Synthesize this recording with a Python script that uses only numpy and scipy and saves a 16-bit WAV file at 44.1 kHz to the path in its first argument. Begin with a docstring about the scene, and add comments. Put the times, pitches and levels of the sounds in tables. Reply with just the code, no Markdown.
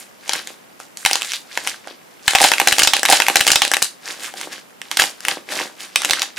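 """Sharp cracks with hollow thumps, fine crackle and a moist rustle, in bursts over a steady room hush.
Two hands squeeze a clay figure with a brittle glazed shell, close to a stereo microphone in a small quiet room.
Cracks and slips are ringing sines and noise bursts; crackle and soft clay are filtered random ticks
that swell with each squeeze, and a noise tail gives the room. An edit plays one stretch of the crushing
twice, the loudest cracks overload the recorder, and the sound is dull at the very top."""
import sys
import numpy as np
from scipy import signal
from scipy.fft import rfft, irfft
from scipy.io import wavfile
from scipy.ndimage import uniform_filter1d

SR = 44100
rng = np.random.default_rng(int(sys.argv[2]) if len(sys.argv) > 2 else 0)


def unload_wav(signal):
    """Save mono or channel-first audio to the path in sys.argv[1] as 16-bit WAV at rate SR, clipped to [-1, 1]."""
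    wavfile.write(
        sys.argv[1],
        SR,
        np.round(np.clip(np.atleast_2d(signal).T, -1, 1) * 32767).astype(np.int16),
    )


N = 281358

# Colour of the room hush. Each row: frequency in Hz, relative level in dB.
AIR_COLOUR = [(15, -57), (25, -25), (200, 8.5), (818, 6.5), (1100, 4), (2990, -3), (3820, -10.5),
              (14800, -9), (16000, -36)]
AIR_DB = -46

# Decay of the small room. Each row: frequency in Hz, time to fall by 60 dB in seconds.
ROOM_DECAY = [(300, 0.35), (1500, 0.13), (5000, 0.24), (14000, 0.18)]
ROOM_DB = -7

# Squeezes of the hands. Each row: start of the hold in seconds, level in dB, build-up in seconds,
# hold in seconds, soft clay body in dB and crisp treble in dB, both relative to the level.
SQUEEZES = [(0.0, -40, .05, 0.0033, -17, 8.5), (0.321, -27.5, 0.19, 0.059, -12, -1),
            (0.49, -38, 0.13, 0.0068, -10, 2), (0.799, -41, 0.02, 0.0045, -28, 5),
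            (0.992, -44, 0.065, .06, -25, 10.5), (1.06, -27.5, .02, 0.11, -30, 1),
            (1.25, -35.5, 0.19, 0.1, -30, 7.5), (1.546, -33.5, 0.17, 0.029, -17, -1),
            (1.683, -26.5, 0.25, 0.0059, -13.5, 1), (1.88, -38, 0.15, .02, -7, -7),
            (2.284, -27, 0.081, 0.037, -26, 4), (2.424, -17, 0.13, 0.04, -24, 3.5),
            (2.568, -30.5, 0.6, 0.42, -10, 3.5), (3.761, -31.5, .1, 0.084, -14.5, -4),
            (4.063, -30.5, 0.1, 0.059, -10, -1), (4.247, -28, 0.22, 0.0043, -9.5, 3.5),
            (4.374, -32.5, 0.058, 0.063, -7, 2), (4.526, -29, 0.071, 0.0056, -11, -2),
            (4.842, -47, 0.032, .07, -29, 1), (4.915, -28, 0.022, .005, -11, 0.5),
            (4.995, -12.5, 0.019, 0.0026, -12, 2), (5.3, -24.5, 0.18, 0.0086, -7, -1),
            (5.511, -25.5, 0.067, 0.11, -3, -0.5), (5.806, -32.5, 0.068, 0.027, -12, 2.3),
            (6.003, -28.5, 0.15, 0.21, -10, -6), (6.109, -32.5, 0.2, 0.12, -8, -3),
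            (6.38, -25, 0.041, 0.0075, -21, 0)]
BUILD_DB, RELEASE_DB_PER_S = 40, 232  # rise over one build-up time; fall once the grip eases
HOLDING_DB, HOLDING_BODY_DB = -55.5, -29  # faint crackle of merely holding; its soft body relative to that
CRISP_HZ = 6900  # flakes above this pitch follow the crisp column

# Colour of the fine crackle. Each row: frequency in Hz, relative level in dB.
SHELL_COLOUR = [(500, -7), (1000, -13), (1600, -5), (2600, -8.5), (5000, -11), (10000, -19), (14500, -26.5),
                (16000, -34)]

# A seam tearing open in quick slips. Each row: first slip in seconds, last slip in seconds,
# number of slips, first level in dB, last level in dB (levels before the band filter).
SEAM_SLIPS = [(1.286, 1.312, 6, -12, -6), (1.3405, 1.367, 7, -3, -9)]
SLIP_HZ = 3900

# Modes of the hollow body. Each row: frequency in Hz, relative level in dB,
# time to fall by 60 dB in seconds. 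Pitch and level scatter at random from crack to crack.
HOLLOW_MODES = [(772, -25, 0.033), (856, -8.5, 0.017)]

# Cracks of the shell. Each row: start in seconds, level in dB (before a small left-right scatter and
# the band filter), ring of the shard in Hz, hollow thump in dB relative to the crack.
CRACKS = [(0.2789, -17.5, 4000, -5), (0.2938, -5, 3680, -2.5), (0.3341, -4, 3900, -4),
          (0.4731, -13, 3460, -17), (0.8014, -19, 1330, -1.5), (0.972, -15, 5900, -22),
          (1.0505, -2.5, 2200, -32), (1.0606, 4, 2320, -0.5), (1.112, -5, 2500, 0), (1.132, -1, 4750, -13),
          (1.1555, -2.5, 3960, -1.5), (1.2127, -15, 2350, -16), (1.22, -9.5, 2520, -18),
          (1.2306, -17, 4310, -11), (1.2475, -15, 4310, -8), (1.3193, -12.5, 4180, -28),
          (1.335, -8.5, 2800, -37), (1.5748, -5, 1800, 0), (1.6676, -25, 6800, 13.5),
          (1.6739, -5, 1590, -4.5), (1.8736, -21, 1470, 10), (2.2793, 5.5, 1850, -8.5),
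          (2.3086, -5, 2350, -31), (2.3345, -5, 1790, -2), (2.3506, 6.5, 1730, 4.5),
          (2.356, -0.5, 2000, -2.5), (2.3853, -4, 2260, -27), (2.4027, -4.5, 1890, -4),
          (2.4084, -7, 2260, 12), (2.4159, 1.5, 6800, 8), (2.4291, 1, 1850, -15), (2.4402, 7.5, 2100, 1),
          (2.447, -1.5, 2350, 10.5), (2.4886, -5.5, 1650, -25), (2.5171, 1.5, 1750, 1),
          (2.5364, -1, 1870, -16), (2.5823, -6.5, 2260, -30), (2.5997, 3.5, 1770, -1),
          (2.615, -4, 2300, -17), (2.6731, 7.5, 1690, -1), (2.6843, 1, 4240, -39), (2.7108, -5, 1960, -36),
          (2.7222, -3, 2300, -20), (2.7257, 3, 2330, -10.5), (2.7352, -31, 4480, -25),
          (2.7662, -12, 2400, -25), (2.7835, 2.5, 2540, -5.5), (2.793, 1.5, 2500, -10),
          (2.7975, 3.5, 2460, -34), (2.8196, 0, 1740, -8), (2.833, 4, 5150, -23), (2.849, -2.5, 1770, -5),
          (2.8735, 6, 2440, -7.5), (2.935, 6, 2300, -4.5), (2.9665, -3, 2420, -9),
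          (2.9942, -9.5, 5150, -11.5), (3.0318, 0.5, 1630, -8), (3.0526, 3, 1757, -7),
          (3.059, -2, 2460, -31), (3.768, -0.5, 1795, -7.5), (3.821, -4.5, 1660, -20),
          (3.8249, 1, 7000, -17), (3.8446, -9, 5430, -23), (4.0777, -16, 1750, -24),
          (4.3394, -19.5, 1600, 2), (4.413, -12.5, 3960, 0), (4.8164, -16, 2040, -37),
          (4.9144, -7, 2170, -10), (4.9708, -4, 3020, -20), (4.9728, -2, 1980, -14),
          (4.9973, 3.5, 1740, -7.5), (5.0202, 0, 2830, -0.5), (5.039, -5.5, 1890, -5),
          (5.2055, -18, 5300, -25), (5.251, -9, 1860, -41), (5.2689, -28, 2670, -30), (5.284, 0, 1650, -5),
          (5.5218, -9.5, 1730, -27), (5.6, -14.5, 1770, 6), (5.9587, 3.5, 2300, -20),
          (6.019, -7.5, 2300, -9), (6.0355, -15, 2200, -30), (6.048, 0.5, 2060, -33),
          (6.0548, -7.5, 2940, -21), (6.0916, -10, 2030, -38), (6.097, -9, 2130, -3),
          (6.1088, 3, 2690, -29), (6.1338, -2, 2130, -57.5), (6.195, -12, 3960, -10),
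          (6.219, -2, 2860, -16), (6.229, -11, 6000, 1)]
RUN_ON_S, RUN_ON_DOUBLES_DB = 0.012, 17  # 60 dB decay of a 0 dB break's splinters; doubles every 17 dB

REPEAT_AT_S, REPEAT_SAMPLES = 3.08, 30164
TOP_HZ = 16100  # low-pass edge; the sound is dull above it
LEFT_RIGHT = np.array([[1], [-1]])  # opposite signs for the two channels


def undb(db):
    """Turn decibels into an amplitude factor."""
    return 10 ** (np.asarray(db) / 20)


def unit(x):
    """Scale to an RMS of one."""
    return x / np.sqrt(np.mean(x ** 2))


def colour(x, table):
    """Filter by a (Hz, dB) curve, interpolated over log frequency."""
    hz, db = np.transpose(table)
    f = np.fft.rfftfreq(x.shape[-1], 1 / SR) + 1  # +1 keeps the logarithm finite
    gain = undb(np.interp(np.log(f), np.log(hz), db))
    return irfft(rfft(x) * gain, x.shape[-1])


def band(x, lo_hz, hi_hz):
    """Keep the band between two frequencies."""
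    edges = [lo_hz, min(hi_hz, SR / 2.1)]
    return signal.sosfilt(signal.butter(2, edges, "band", fs=SR, output="sos"), x)


def fade(t, t60):
    """Exponential decay that falls by 60 dB in t60 seconds."""
    return np.exp(-np.log(1000) * t / t60)


def ticks(per_s, spread_db):
    """Random impulses of either sign, mostly small, a few large."""
    chance, sign, size = rng.random((3, N))
    level = undb(-spread_db * np.log(size + 0.001))
    return (chance < per_s / SR) * np.sign(sign - 0.5) * level


def air():
    """Steady hush of the room and the microphone: wide stereo noise with a fixed colour."""
    mid, side = rng.standard_normal((2, N))
    return undb(AIR_DB) * unit(colour(mid + 1.3 * side * LEFT_RIGHT, AIR_COLOUR))


def room(x, size=16384):
    """Diffuse tail of a small room, each octave dying at its own pace, the treble less alike left and right."""
    t, tail = np.arange(size) / SR, 0
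    hz, t60 = np.transpose(ROOM_DECAY)
    for f in 250 * 2 ** np.arange(7):
        mid, side = rng.standard_normal((2, size))
        noise = mid + min(0.38 + f / 25000, 1) * side * LEFT_RIGHT
        decay = fade(t, np.interp(np.log(f), np.log(hz), t60))
        tail = tail + band(noise, f / 2 ** 0.5, f * 2 ** 0.5) * decay
    tail = tail * np.clip(t / 0.0033, 0, 1)  # soft onset in seconds
    tail = tail / np.sqrt(np.sum(tail ** 2) / 2)  # unit energy per channel on average
    return signal.fftconvolve(x.mean(axis=0, keepdims=True), tail, axes=1)[:, :N]


def grip():
    """Each squeeze builds up, holds and lets go; returns the gains of crackle, soft body and crisp treble."""
    t = np.arange(0, N, step=32) / SR
    s, db, build, hold, body_db, crisp_db = np.transpose(SQUEEZES)[:, :, None]
    below_db = BUILD_DB * np.clip(s - t, 0, None) / np.clip(build, 0.005, None)
    release_db = RELEASE_DB_PER_S * np.clip(t - s - hold, 0, None)
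    power = undb(db - below_db - release_db) ** 2

    def gain(holding_db, each_db):
        """Add the powers of holding and of all squeezes."""
        squeezed = (power * undb(each_db) ** 2).sum(axis=0)
        total = np.sqrt(undb(HOLDING_DB + holding_db) ** 2 + squeezed)
        return np.interp(np.arange(N) / SR, t, total)

    return gain(0, 0), gain(HOLDING_BODY_DB, body_db), gain(0, crisp_db)


def body():
    """Soft clay gives way in dull, wet lumps: random ticks kept to a low band."""
    return unit(band(band(ticks(300, 4.8), 234, 1630), 180, 910))


def crackle():
    """Tiny breaks all over the shell, in pitch bands whose place wanders, over a moist rustle of noise."""
    flakes, wide = 0, ticks(260, 2.4)  # the wide ticks sound in every band at once
    for hz in 1000 * 2 ** np.arange(0, 4, 0.5):
        own = ticks(hz / 4, 3.86)
        pitched = unit(band(own + 1.35 * wide, hz / 1.306, hz * 1.39)) * np.sqrt(hz)
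        # left-right balance, smoothed over 10 ms
        pan_db = 4.7 * uniform_filter1d(rng.standard_normal(N), size=441) * np.sqrt(441)
        flakes = flakes + pitched * undb(pan_db * LEFT_RIGHT / 2)
    mid, side = rng.standard_normal((2, N))
    rustle = mid + 0.77 * side * LEFT_RIGHT
    return unit(colour(unit(flakes) + 0.077 * rustle, SHELL_COLOUR))


def slips(size=256):
    """A seam tears open in slips: short dry ticks at slightly uneven gaps, all with one colour."""
    out, t = np.zeros(N), np.arange(size) / SR
    tick = np.sin(2 * np.pi * SLIP_HZ * t) * fade(t, 0.0013)
    for first, last, count, first_db, last_db in SEAM_SLIPS:
        times = np.linspace(first, last, count) + 0.00052 * rng.standard_normal(count)
        out[(times * SR).astype(int)] = undb(np.linspace(first_db, last_db, count))
    return band(np.convolve(out, tick)[:N], 1800, 15000)


def hollow_thump(t, detune, level):
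    """Short low thump of two decaying modes, with pitch and level scattered at random for each crack."""
    out = 0
    for (hz, db, t60), j, k in zip(HOLLOW_MODES, detune, level):
        scattered_hz = hz * np.exp(0.06 * j)
        out = out + undb(db + 3 * k) * np.sin(2 * np.pi * scattered_hz * t) * fade(t, t60)
    return out


def cracks(size=2048):
    """Each break is a bright snap, a run of splinters, a briefly ringing shard and a thump of the hollow body."""
    out, t = np.zeros((2, N + size)), np.arange(size) / SR
    noise = rng.standard_normal((len(CRACKS), 3, size))
    chance = rng.standard_normal((len(CRACKS), 6))
    for (s, db, hz, thump_db), n, c in zip(CRACKS, noise, chance):
        longer = 2 ** (db / RUN_ON_DOUBLES_DB)  # stronger breaks last longer
        snap_noise = n[0] + 0.12 * n[1] * LEFT_RIGHT
        snap = band(snap_noise * fade(t, 0.0077 * longer), 4320, 13800)
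        # cubed noise is spiky, like separate splinters as the crack runs on
        splinters = n[2] ** 3 / np.sqrt(15) * fade(t, RUN_ON_S * longer)
        tear = band(splinters, max(hz / 2.26, 1500), hz * 1.87)
        shard = np.sign(c[0]) * np.sin(2 * np.pi * hz * t) * fade(t, 8 / hz)
        thump = undb(thump_db) * hollow_thump(t, c[1:3], c[3:5])
        one = shard + 1.846 * tear + 1.01 * snap + thump
        i = int(s * SR)
        out[:, i:i + size] += undb(db + 1.66 * c[5] * LEFT_RIGHT) * one
    return band(out[:, :N], 370, 9700)


def scene():
    """Mix the squeezed clay with its room tail and the hush, then repeat one stretch."""
    shell, soft, crisp = grip()
    flakes = crackle()
    treble = colour(flakes, [(CRISP_HZ / 2 ** 0.5, -20), (CRISP_HZ, 0)])
    crushing = shell * (flakes - treble) + crisp * treble + soft * body()
    clay = cracks() + slips() + crushing
    sound = clay + undb(ROOM_DB) * room(clay) + air()
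    # the edit jumps back and plays the stretch just heard once more
    i = int(REPEAT_AT_S * SR)
    sound[:, i:i + REPEAT_SAMPLES] = sound[:, i - REPEAT_SAMPLES:i]
    return sound


def record(dry):
    """A slightly hotter right port, hard overload at full scale, then a steep low-pass."""
    hot = dry * undb([[-0.2], [0.2]])
    low_pass = signal.ellip(8, 0.2, 70, TOP_HZ, fs=SR, output="sos")
    return signal.sosfilt(low_pass, np.clip(hot, -1, 1))


dry = scene()
out = record(dry)
unload_wav(out)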